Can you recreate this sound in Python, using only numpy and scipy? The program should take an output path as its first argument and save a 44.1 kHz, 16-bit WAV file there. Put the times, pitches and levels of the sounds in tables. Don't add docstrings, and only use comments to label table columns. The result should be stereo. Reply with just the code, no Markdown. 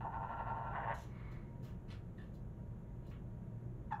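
import sys
import numpy as np
from scipy import signal
from scipy.fft import rfft, irfft, next_fast_len
from scipy.io import wavfile
from scipy.ndimage import map_coordinates

SR = 44100
rng = np.random.default_rng(int(sys.argv[2]) if len(sys.argv) > 2 else 0)


def file_out(sig):
    cols = np.atleast_2d(sig).T
    lim = np.clip(cols, -1, 1)
    pcm = np.round(lim * 32767).astype(np.int16)
    wavfile.write(sys.argv[1], SR, pcm)


N = 176400


def amp(db):
    return 10 ** (np.asarray(db) / 20)


def unit(x):
    return x / np.sqrt(np.mean(x ** 2) + 1e-20)


def clock():
    return np.arange(N) / SR


def along(points, hz):
    freqs, values = np.transpose(points)
    return np.interp(np.log(hz + 1), np.log(freqs + 1), values)


def wobble(rate):
    t = clock()
    curve = map_coordinates(rng.standard_normal(4000), [t[::16] * rate], mode="wrap")
    return np.interp(t, t[::16], curve)


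def filtered(x, response):
    size = next_fast_len(N + SR // 2)
    return irfft(rfft(x, size) * response(np.fft.rfftfreq(size, 1 / SR)), size)[..., :N]


def coloured(x, points, tilt_db=0):
    hz = np.fft.rfftfreq(8192, 1 / SR)
    octave = np.log2((hz + 1) / points[0][0])
    octaves_outside = np.maximum(-octave, 0) + np.maximum(np.log2((hz + 1) / points[-1][0]), 0)
    gain = amp(along(points, hz) + tilt_db * octave - 30 * octaves_outside)
    cepstrum = irfft(np.log(gain + 1e-6))
    half = len(cepstrum) // 2
    cepstrum[1:half] *= 2
    cepstrum[half + 1:] = 0
    ring = irfft(np.exp(rfft(cepstrum)))
    return unit(signal.oaconvolve(x.astype("f4"), ring.astype("f4"))[:N])


def noise():
    return rng.standard_normal(N)


def envelope(start, attack, hold, db, fall):
    t = np.arange(SR) / SR
    shape = np.clip(t / attack, 0, 1) * amp(db - fall * np.maximum(t - attack - hold, 0))
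    return np.pad(shape, (round(start * SR), N))[:N]


# frequency in Hz, relative level in dB.
RUMBLE_COLOUR = [(18, -8.5), (34, 2), (44, 0.5), (62, -2.5), (85, -3), (145, -2), (205, -5), (265, -15),
                 (330, -13), (450, -18), (620, -19)]
BACKGROUND_COLOUR = [(700, -1), (1100, -3), (1600, -7), (2400, -16.5), (3500, -23), (5000, -32.5),
                     (6800, -23), (9000, -36), (11000, -26), (15500, -37)]
# frequency in Hz, likeness (1 means the same).
STEREO_LIKENESS = [(30, 0.97), (170, 0.98), (350, 0.51), (700, 0), (4000, 0.03)]
# pitch in Hz, level in dB, width of the pitch's wander in Hz.
HUM_TONES = [(54.559, -60, 7), (117.78, -53.5, 5.9), (364.3, -73.5, 7), (943, -76.5, 7.95)]

def ventilation(rumble_db=-49.5, hiss_db=-70):
    def spread(hz):
        angle = np.arccos(np.clip(along(STEREO_LIKENESS, hz), -1, 1)) / 2
        return np.array([np.cos(angle), np.sin(angle)])

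    pair = np.array([amp(rumble_db) * coloured(noise(), RUMBLE_COLOUR)
                     + amp(hiss_db) * coloured(noise(), BACKGROUND_COLOUR) for _ in range(2)])
    mid, side = filtered(pair, spread)
    for hz, db, width in HUM_TONES:
        swell = amp(3.25 * wobble(9.7))
        pitch = hz + width / 2 * wobble(20)
        mid = mid + amp(db) * unit(swell * np.sin(2 * np.pi * np.cumsum(pitch) / SR))
    return np.array([mid + side, mid - side])


def palate_flaps(rate_hz=140.3, jitter=0.2, scatter_db=1, puff_s=0.0043, air_db=0.6):
    gap, strength = rng.standard_normal((1500, 2)).T
    at = (np.cumsum(np.exp(jitter * gap)) / rate_hz * SR).astype(int)
    slaps = np.bincount(at[at < N], amp(scatter_db * strength[at < N]), N)
    puffs = signal.lfilter([1], [1, -np.exp(-1 / (puff_s * SR))], slaps)
    return unit(slaps) + amp(air_db) * unit(puffs * noise())


# time of the peak in seconds, throat and nose levels in relative dB.
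SNORE_SURGES = [(0, -47.5, -51.5), (0.056, -45, -60), (0.149, -45.5, -55), (0.242, -43, -53.5),
                (.317, -45.5, -52.5), (0.399, -43, -51), (0.488, -43.5, -51), (0.573, -45.5, -53.5),
                (.625, -46, -57.5), (0.679, -47.5, -54.5), (0.754, -44, -49.5), (0.794, -44.5, -53.5),
                (0.839, -48.5, -50.5), (.88, -42, -52), (0.917, -45.5, -44.5)]
# frequency in Hz, relative level in dB.
THROAT_COLOUR = [(440, -20), (585, -15), (700, -5.5), (770, -10.5), (810, -2.5), (850, -8), (910, 0.5),
                 (975, -7), (1040, -8), (1190, -16.5), (1280, -27.5)]
NOSE_COLOUR = [(1260, -20), (1380, 4.5), (1440, -8), (1525, -1), (1590, -19), (1680, -7), (1950, -14),
               (2250, -31.5), (2600, -17.5), (2850, -24), (3250, -31.5), (4000, -32.5)]
NARROWED_COLOUR = [(600, -16), (1280, -8.5), (1520, 5.5), (1620, 2), (1900, -0.5), (2250, -16),
                   (2800, -14.5), (4000, -31)]

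def snore(surge_s=0.028, narrow_at_s=0.72, narrowing_s=0.018, release_at_s=0.925):
    t, flaps = clock(), palate_flaps()
    peak_s, throat_db, nose_db = np.transpose(SNORE_SURGES)
    swells = np.exp(-np.minimum(np.abs(t - peak_s[:, None]) / surge_s, 10) ** 2)
    throat_level = np.sqrt(amp(throat_db + 0.14) ** 2 @ swells)
    nose_level = np.sqrt(amp(nose_db + 0.35) ** 2 @ swells)
    narrow = np.clip((t - narrow_at_s) / narrowing_s, 0, 1)
    throat = coloured(flaps, THROAT_COLOUR)
    nose = (1 - narrow) * coloured(flaps, NOSE_COLOUR) + narrow * coloured(flaps, NARROWED_COLOUR)
    release = amp(-484 * np.maximum(t - release_at_s, 0))
    return (throat_level * throat + nose_level * nose) * release


# start, rise and hold in seconds, fade in dB a second,
# level in dB, first pitch and resting pitch in Hz, sag time in seconds.
WHISTLES = [(0.888, 0.011, .012, 1005, -51.5, 620, 566, .01),
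            (2.18, 0.0089, 0.018, 600, -62, 1816, 1753, 0.022),
            (3.906, 0.016, 0.0074, 802.5, -39, 1148, 798, 0.011)]
HARMONICS_DB = [2.5, -7, -23, -24.5]
# frequency in Hz, relative level in dB.
WHISTLE_AIR_COLOUR = [(700, -9.5), (1000, 4), (1750, -4), (2150, -21), (6000, -21.5), (9000, -49)]

def nose_whistles(waver=0.03, rough_db=3, air_db=-9):
    out = np.zeros(N)
    air = amp(air_db) * coloured(noise(), WHISTLE_AIR_COLOUR)
    drift = 1 + waver * wobble(300)
    flutter = amp(rough_db * wobble(200))
    for start, attack, hold, fall, db, first_hz, rest_hz, sag_s in WHISTLES:
        hz = rest_hz + (first_hz - rest_hz) * np.exp(-np.clip(clock() - start, 0, 1) / sag_s)
        phase = 2 * np.pi * np.cumsum(hz * drift) / SR
        tone = unit(sum(amp(level) * np.sin(k * phase) for k, level in enumerate(HARMONICS_DB, 1)))
        out += envelope(start, attack, hold, db, fall) * (tone + air)
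    return out * flutter


# frequency in Hz, relative level in dB.
HISS_COLOUR = [(1500, -1.5), (3800, 1.5), (4900, -5), (6200, 5.5), (7600, -4.5), (9000, -22.5),
               (11000, -10), (15000, -17.5)]
BREATH_COLOUR = [(700, -8), (950, 2.5), (1750, -0.5), (2170, 6), (2700, -10.5), (4000, -9.5), (7000, -34)]

def dog_breath(spit_db=3):
    hiss = coloured(noise() * amp(spit_db * wobble(400)), HISS_COLOUR)
    breath = coloured(noise(), BREATH_COLOUR)
    return (hiss * envelope(start=0.94, attack=0.003, hold=0.075, db=-60.5, fall=225)
            + breath * envelope(start=1.04, attack=0.14, hold=0.17, db=-64.5, fall=95))


# start in seconds, level of the scrape in dB.
WIRE_TOUCHES = [(1.311, -70), (1.625, -67), (1.642, -68.5), (1.679, -78), (2.336, -70), (3.062, -71.5),
                (3.092, -76)]
# frequency in Hz, relative level in dB.
BAR_TONES = [(4021, 3), (4705, -4), (5750, -7), (7058, 0), (11224, -8), (14220, -9)]
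SCRAPE_COLOUR = [(3500, 4.5), (7000, 0.5), (9000, -16.5), (11500, -11.5), (15000, -2.5)]

def wire_ticks(attack_s=0.0046, ring_s=0.13, ring_db=-6, detune=0.018):
    out, t = np.zeros(N + SR), np.arange(SR // 4) / SR
    scrape = coloured(noise(), SCRAPE_COLOUR)
    ring_shape = (1 - np.exp(-t / attack_s)) * amp(-60 * t / ring_s)
    for start, db in WIRE_TOUCHES:
        tuning = 1 + detune * rng.normal()
        ring = sum(amp(level + rng.normal(0, 2.6)) * np.sin(2 * np.pi * tuning * hz * t)
                   for hz, level in BAR_TONES)
        out[round(start * SR):][:len(t)] += amp(db + ring_db) * ring * ring_shape
        out[:N] += scrape * envelope(start, attack_s, hold=0, db=db, fall=280)
    return out[:N]


# start, rise and hold in seconds, level in dB, brightening in dB an octave.
CLOTH_RUBS = [(1.61, 0.045, 0.029, -67, -9), (2.166, 0.018, 0.059, -72.5, 7),
              (3.017, 0.028, 0.023, -80, 4.5), (3.107, 0.0076, 0.013, -62.5, -9)]
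# frequency in Hz, relative level in dB.
CLOTH_COLOUR = [(700, -18.5), (1200, -1.5), (2400, 5), (3700, 5.5), (5500, -15.5), (8000, -25),
                (15000, -36)]

def bedding(grain_db=3.5):
    grains = noise() * amp(grain_db * wobble(500))
    return sum(envelope(start, attack, hold, db, fall=262) * coloured(grains, CLOTH_COLOUR, tilt)
               for start, attack, hold, db, tilt in CLOTH_RUBS)


# start in seconds, level in dB, fade in dB a second.
LIP_CLICKS = [(1.881, -64.5, 206), (1.9028, -49, 2800), (1.9097, -56.5, 554), (1.924, -64.5, 263),
              (1.938, -76.5, 402)]
# frequency in Hz, relative level in dB.
MOUTH_COLOUR = [(800, -7.5), (1400, 0.5), (2400, -0.5), (3600, 0), (5500, -5.5), (8000, -20), (15000, -32)]

def lip_smack(attack_s=0.00045, grain_db=3):
    snaps = sum(envelope(start, attack_s, 0, db, fall) for start, db, fall in LIP_CLICKS)
    crackle = noise() * amp(grain_db * wobble(700))
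    return snaps * coloured(crackle, MOUTH_COLOUR)


# frequency in Hz, seconds to fade by 60 dB.
ECHO_TIMES = [(1000, 0.37), (4000, 0.11)]

def room(x, echo_db, side_db, delay_s=0):
    hz, t, spectrum = signal.stft(rng.standard_normal((2, SR // 2)), SR, nperseg=256)
    fade = amp(-60 * t / along(ECHO_TIMES, hz)[:, None]) * (t >= delay_s)
    tail = signal.istft(spectrum * fade, SR, nperseg=256)[1]
    echo, side = signal.fftconvolve(x[None], tail / np.linalg.norm(tail[0]), axes=1)[:, :N]
    mid = (x + amp(echo_db) * echo) / np.hypot(1, amp(echo_db))
    return np.array([mid + amp(side_db) * side, mid - amp(side_db) * side])


def from_left(pair, lead_s):
    return filtered(pair, lambda hz: np.exp(1j * np.pi * hz * lead_s * np.array([[1], [-1]])))


def scene():
    snoring = room(snore(), echo_db=-6, side_db=-12.5)
    whistles = room(nose_whistles(), echo_db=-9, side_db=-14, delay_s=0.012)
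    stirring = room(dog_breath() + bedding() + lip_smack() + wire_ticks(), echo_db=-5, side_db=-5.5)
    dog = from_left(snoring + whistles + stirring, lead_s=0.000096)
    return (dog + ventilation()) * amp([[0.2], [-0.2]])


def record(dry, top_hz=15700):
    return filtered(dry, lambda hz: hz < top_hz)


dry = scene()
out = record(dry)
file_out(out)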